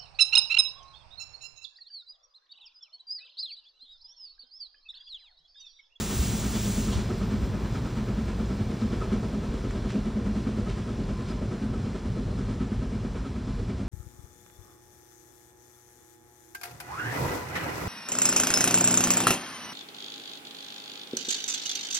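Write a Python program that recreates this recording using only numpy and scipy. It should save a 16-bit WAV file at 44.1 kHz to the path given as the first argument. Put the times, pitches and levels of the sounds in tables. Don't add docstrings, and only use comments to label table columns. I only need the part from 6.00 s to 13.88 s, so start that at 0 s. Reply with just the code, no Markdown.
import sys
import numpy as np
from scipy.fft import rfft, irfft, next_fast_len
from scipy.io import wavfile
from scipy.ndimage import map_coordinates

SR = 44100
rng = np.random.default_rng(int(sys.argv[2]) if len(sys.argv) > 2 else 0)


def unload_audio(sound):
    columns = np.transpose(np.atleast_2d(sound))
    steps = np.round(np.clip(columns, -1, 1) * 32767)
    wavfile.write(sys.argv[1], SR, steps.astype(np.int16))


N = 347508
TIME = np.arange(N) / SR

# time in seconds, level in dB.
BOOM_TREND = [(0, -35.5), (.4, -28), (1.4, -30.5), (1.78, -39.5), (2.05, -29), (3.3, -32), (3.7, -39),
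              (4.08, -26), (4.8, -35), (6.4, -37.5), (6.9, -31), (7.2, -40), (7.88, -32.5)]


def amp(db):
    return 10 ** (np.asarray(db) / 20)


def unit(x):
    return x / np.sqrt(np.mean(x ** 2) + 1e-20)


def along(points, hz):
    f, v = np.transpose(points)
    return np.interp(np.log(hz + 1), np.log(f + 1), v)


def curve(rows, times=TIME):
    return np.interp(times, *np.transpose(rows))


def fading(start_db, db_per_s, times=TIME):
    return start_db - db_per_s * times


def wobble(rate_hz):
    knots = rng.standard_normal(int(N * rate_hz / SR) + 4)
    return map_coordinates(knots, [TIME * rate_hz], order=2)


def swell(t, rise_s, t60_s):
    return np.where(t < 0, np.exp(-(t / rise_s) ** 2), 1000 ** (-np.abs(t) / t60_s))


def filtered(x, response):
    size = next_fast_len(N + SR // 4)
    return irfft(rfft(x, size) * response(np.fft.rfftfreq(size, 1 / SR)), size)[..., :N]


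def colour(points):
    closed = [(points[0][0] / 2, -120), *points, (points[-1][0] * 2, -120)]
    return lambda f: amp(along(closed, f))


def resonances(modes):
    return lambda f: np.sqrt(sum(amp(db) ** 2 / (1 + ((f - hz) / width_hz) ** 2) ** 2
                                 for hz, width_hz, db in modes))


def rush(response):
    # frequency in Hz, side against mid in dB.
    spread = [(40, -43.5), (70, -59.5), (150, -43), (300, -21.5), (640, -10), (1300, -8), (2500, -67.5),
              (5000, -52.5), (7000, -6.5), (10000, -7.5), (12000, -57), (15000, -1)]
    mid_side = lambda f: response(f) * np.array([np.ones_like(f), amp(along(spread, f))])
    mid, side = filtered(rng.standard_normal((2, N)), mid_side)
    return unit(np.array([mid + side, mid - side]))


def wall(x, echoes=8, echo_db=-20):
    delays = (rng.uniform(.002, .03, echoes) * SR).astype(int)
    return unit(x + amp(echo_db) * sum(np.roll(x, delay, axis=-1) for delay in delays))


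def jet(shut_s=1.12, closing_s=.14, sizzle_db_per_flow_db=2.4):
    # time in seconds, relative level in dB.
    flow = [(0, -38.5), (.05, -40.5), (.16, -38.5), (.5, -42), (.68, -40), (.83, -41.5), (1.06, -52)]
    # frequency in Hz, relative density in dB.
    hiss_colour = [(250, -25), (700, -4), (1100, -4.5), (2100, -1.5), (3300, 1.5), (4800, 0), (5900, 3),
                   (7300, 4.5), (9200, -0.5), (12000, -2), (15500, -13)]
    sizzle_colour = [(7500, -14.5), (10700, 4), (12500, 5), (15600, 3.5)]
    # crest in seconds, level in dB.
    spurts = [(.555, -40.5), (.93, -38)]
    flow_db = curve(flow)
    excess_db = flow_db - np.median([db for _, db in flow])
    opening = np.clip((shut_s - TIME) / closing_s, 0, 1)
    flutter = amp(0.6 * wobble(30.3))
    hiss = amp(flow_db + 2.5) * wall(rush(colour(hiss_colour)))
    sizzle = amp(-43 + sizzle_db_per_flow_db * excess_db) * wall(rush(colour(sizzle_colour)))
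    spurting = sum(amp(db) * swell(TIME - s, rise_s=0.012, t60_s=0.39) for s, db in spurts)
    spit = rush(colour([(400, 6), (900, 2), (2000, -8), (3200, -1), (4500, -3), (7000, -11)]))
    return opening * flutter * (hiss + sizzle) + spurting * spit


def beat_times():
    # time in seconds, turns per second.
    speed = [(0, 2.26), (1.6, 2.305), (3.2, 2.416), (4.4, 2.433), (5.8, 2.298), (7.88, 2.297)]
    stroke_turns = [.022, .266, .53, .791]
    turns = np.cumsum(curve(speed)) / SR
    marks = (np.arange(np.ceil(turns[-1]))[:, None] + stroke_turns).ravel()
    marks = marks[marks < turns[-1]]
    return np.interp(marks, turns, TIME), np.arange(len(marks)) % len(stroke_turns)


def beat_levels(times, stroke, scatter_db=1.78):
    # time in seconds, level in dB.
    bark_trend = [(0, -45), (1.5, -43), (3.1, -41), (4.2, -41.5), (5.2, -41.5), (7.88, -44.5)]
    # extra boom, bark, rasp and ping in dB.
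    accents = [(0, -1, 2, 2.5), (-0.5, -1.5, 1.5, -3), (0, 0, 1, 5), (0, 2, -0.5, 2)]
    # time in seconds, extra boom, bark and rasp in dB.
    hard_beats = [(.79, 2.5, -0.5, -2), (1.11, -3.5, 6.5, -2), (2.41, 3, -2.5, -2), (2.83, 4.5, -0.5, 2),
                  (2.94, 4, 1, 5.5), (3.03, -8, 4, 0.5), (3.13, 5, 4.5, 3), (3.35, 3.5, 0, 0),
                  (3.96, 5.5, 4, -5), (5.32, 1.5, 1.5, 3), (5.64, 8, -4, 0.5), (6.5, -1.5, 1.5, 3),
                  (6.61, 5, 3, 3)]
    rasp_db = fading(-50, db_per_s=0.6, times=times)
    ping_db = rasp_db - 3
    trend_db = np.transpose([curve(BOOM_TREND, times), curve(bark_trend, times), rasp_db, ping_db])
    levels_db = trend_db + np.array(accents)[stroke] + scatter_db * rng.standard_normal(trend_db.shape)
    for s, *extra_db in hard_beats:
        nearest = np.argmin(np.abs(times - s))
        levels_db[nearest, :3] += extra_db
    return levels_db.T


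def puffs(sound, times, levels_db, rise_s, t60_s, lead_s=0):
    out = np.zeros((2, N))
    for beat, (s, db) in enumerate(zip(times, levels_db)):
        span = slice(max(0, int((s - .08) * SR)), int((s + .3) * SR))
        t = TIME[span] - s
        burst = sound(span, beat) * swell(t + lead_s, rise_s, t60_s)
        crest = (t > -.02) & (t < .03)
        out[:, span] += amp(db) * burst / np.sqrt(np.mean(burst[..., crest] ** 2))
    return out


def boom(times, levels_db, scatter_hz=4):
    # mode in Hz, relative level in dB, share of the trend followed, growth in dB per second.
    smokebox_modes = [(210.9, -0.5, 0.87, 0), (254.7, -10, 0.13, 0.67)]
    trend_db = curve(BOOM_TREND, times)
    swing_db = trend_db - trend_db.mean()
    out = np.zeros((2, N))
    for hz, db, follows, db_per_s in smokebox_modes:
        beat_hz = hz + scatter_hz * rng.standard_normal(len(times))
        strength = amp(2.96 * wobble(90))
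        drift_rad = 0.5 * wobble(45) + 0.2 * wobble(160) + 0.037 * np.array([wobble(53), wobble(80)])

        def mode(span, beat):
            return strength[span] * np.cos(2 * np.pi * beat_hz[beat] * TIME[span] + drift_rad[:, span])

        mode_db = levels_db + db + db_per_s * times - (1 - follows) * swing_db
        out += puffs(mode, times, mode_db, rise_s=.015, t60_s=.28)
    return out


def pings(times, levels_db, pitch_hz=1285, lead_s=0.0028):
    # time in seconds, level in dB.
    knocks = [(3.022, -38.5), (3.131, -48), (4.675, -48), (7.258, -47)]
    strikes = np.zeros(N)
    for s, db in [*zip(times - lead_s, levels_db), *knocks]:
        span = np.abs(TIME - s) < .2
        strikes[span] += amp(db) * swell(TIME[span] - s, rise_s=0.012, t60_s=0.11)
    rattle_rad = .7 * wobble(130) + .35 * wobble(500)
    return np.sqrt(2) * strikes * np.sin(2 * np.pi * pitch_hz * TIME + rattle_rad)


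def exhaust():
    # frequency in Hz, width in Hz, relative level in dB.
    chimney_modes = [(272, 31, -7.5), (340, 55, -1.5), (383.4, 33, 1.5), (476, 25, -3.5), (602, 87, -9)]
    blast_pipe_modes = [(750, 90, -7), (988, 140, 1), (1295, 98, 0.5), (1520, 600, -4), (2305, 110, -6),
                        (3100, 520, -12)]
    times, stroke = beat_times()
    boom_db, bark_db, rasp_db, ping_db = beat_levels(times, stroke)
    chimney = rush(resonances(chimney_modes))
    pipe = rush(resonances(blast_pipe_modes))
    steam = rush(colour([(2500, 1), (4000, -3.0), (7000, -5.5), (10000, -11)]))
    bark = puffs(lambda span, _: chimney[:, span], times, bark_db, rise_s=.016, t60_s=.33, lead_s=.0057)
    rasp = puffs(lambda span, _: pipe[:, span], times, rasp_db, rise_s=.018, t60_s=.3, lead_s=.002)
    wisp = puffs(lambda span, _: steam[:, span], times, rasp_db - 9, rise_s=.02, t60_s=.35)
    return boom(times, boom_db) + bark + rasp + wisp + pings(times, ping_db)


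def fire():
    # time in seconds, level in dB.
    rumble_trend = [(0, -35), (1.1, -34.5), (2.4, -33.5), (4.4, -36), (6, -35), (7.88, -35.5)]
    # frequency in Hz, relative density in dB.
    rumble_colour = [(20, -30.5), (30, -20.5), (42, 1), (60, -0.5), (85, -9), (120, -18.5)]
    drone_colour = [(65, -25), (88, -6.5), (110, 0), (140, -8.5), (175, -6.5), (230, -12), (400, -37)]
    draught_colour = [(120, -10), (220, -3), (400, 0), (550, -7.5), (780, -11), (1100, -12.5),
                      (1600, -16.5), (2500, -27.5), (5000, -40.5)]
    # crest in seconds, pitch in Hz, level in dB.
    dull_thumps = [(0.204, 68, -15.5), (.97, 70, -20.5), (1.44, 60, -20), (2.15, 57, -27),
                   (3.501, 49.6, -23), (6.082, 60, -24)]
    rumble = amp(curve(rumble_trend) + 0.35 * wobble(5.5)) * rush(colour(rumble_colour))
    drone = amp(fading(-32.5, db_per_s=0.38) + 1.2 * wobble(6)) * rush(colour(drone_colour))
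    draught = amp(fading(-40, db_per_s=0.66) + 0.55 * wobble(7)) * rush(colour(draught_colour))
    thumps = np.zeros(N)
    for s, hz, db in dull_thumps:
        t = TIME - s
        thumps += amp(db) * swell(t, rise_s=0.014, t60_s=0.091) * np.cos(2 * np.pi * hz * t)
    return rumble + drone + draught + thumps


def breeze():
    # crest in seconds, half-width in seconds, level in dB.
    gusts = [(.35, 0.29, -42), (.98, 0.035, -34), (1.41, 0.17, -40), (7.15, 0.27, -55)]
    # frequency in Hz, relative density in dB.
    wind_colour = [(35, -14), (55, 4), (100, -1), (160, -12), (240, -23)]
    strength = sum(amp(db) * np.exp(-((TIME - s) / width_s) ** 2) for s, width_s, db in gusts)
    return strength * unit(filtered(rng.standard_normal((2, N)), colour(wind_colour)))


def leak(low_hz=1027, high_hz=14400, swell_s=0.39):
    # time in seconds, relative level in dB.
    flow_trend = [(1.15, -50.5), (1.4, -53.5), (3.4, -55), (7.88, -58)]
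    # frequency in Hz, relative density in dB.
    hiss_colour = [(600, -8), (1800, 4), (3100, 2.5), (5200, 0), (7000, -4.5), (9000, -7), (11000, -11),
                   (12500, -12), (14000, -16.5), (15500, -19.5)]
    # frequency in Hz, width in Hz, relative level in dB.
    valve_modes = [(2330, 60, -1), (3430, 65, 0), (3950, 50, -3.5), (4180, 65, 0), (5090, 90, -1.5),
                   (5700, 130, -6), (6700, 100, -6.5), (7620, 110, -6.5), (10250, 130, -13),
                   (11100, 170, -13.5)]
    # crest in seconds, level in dB.
    swells = [(2.2, -64), (4.2, -62), (5.13, -58)]
    flow = amp(curve(flow_trend) + 0.48 * wobble(15))
    hiss = amp(2.0) * wall(rush(colour(hiss_colour)))
    singing = amp(-4.5 + 1.3 * wobble(7)) * rush(resonances(valve_modes))
    swelling = sum(amp(db) * np.exp(-((TIME - s) / swell_s) ** 2) for s, db in swells)
    low_whistle = (amp(-68) + swelling) * rush(resonances([(low_hz, 9.9, 0)]))
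    high_whistle = amp(fading(-57, db_per_s=4)) * rush(resonances([(high_hz, 230, 0)]))
    return flow * (hiss + singing) + low_whistle + high_whistle


def clanks(width_hz=80):
    # time in seconds, scrape, click and ring levels in dB, ring pitch in Hz.
    hits = [(3.709, -53, -35.5, -60, 7300), (3.905, -47, -41, -60, 2380), (4.703, -47.5, -46, -51, 3090),
            (5.29, -51.5, -49, -53, 5000), (7.698, -56, -62, -55, 2290)]
    # multiple of the ring pitch, relative level in dB.
    gear_modes = [(.66, -16), (.87, -2), (1, 5), (1.24, -14), (1.9, -9)]
    scrape, click, ring = np.zeros(N), np.zeros(N), np.zeros((2, N))
    for s, scrape_db, click_db, ring_db, hz in hits:
        t = TIME - s
        steel = rush(resonances([(hz * multiple, width_hz, db) for multiple, db in gear_modes]))
        scrape += amp(scrape_db) * swell(t, rise_s=0.023, t60_s=0.45)
        click += amp(click_db) * swell(t, rise_s=.001, t60_s=0.012)
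        ring += amp(ring_db) * swell(t, rise_s=0.0044, t60_s=0.19) * steel
    grit = rush(colour([(900, -1), (2200, 5.0), (4000, 1), (8000, -8.5), (11000, -22)]))
    snap = rush(colour([(1200, 17), (3000, -4), (8000, -2), (11000, -19)]))
    roughness = amp(1.8 * wobble(400))
    return scrape * roughness * grit + click * snap + ring


def scene():
    # frequency in Hz, phase of left against right in radians.
    phase_rad = [(5200, 0), (6200, -.7), (7500, -1.5), (9200, -2.1), (10400, -2.6), (11200, -3.14),
                 (13500, -3.14), (14600, -4.1)]
    sides = np.array([[1], [-1]])
    locomotive = exhaust() + fire() + jet() + leak() + clanks()
    return filtered(locomotive, lambda f: np.exp(.5j * along(phase_rad, f) * sides)) + breeze()


def record(dry, top_hz=15750):
    return filtered(dry, lambda f: f < top_hz)


dry = scene()
out = record(dry)
unload_audio(out)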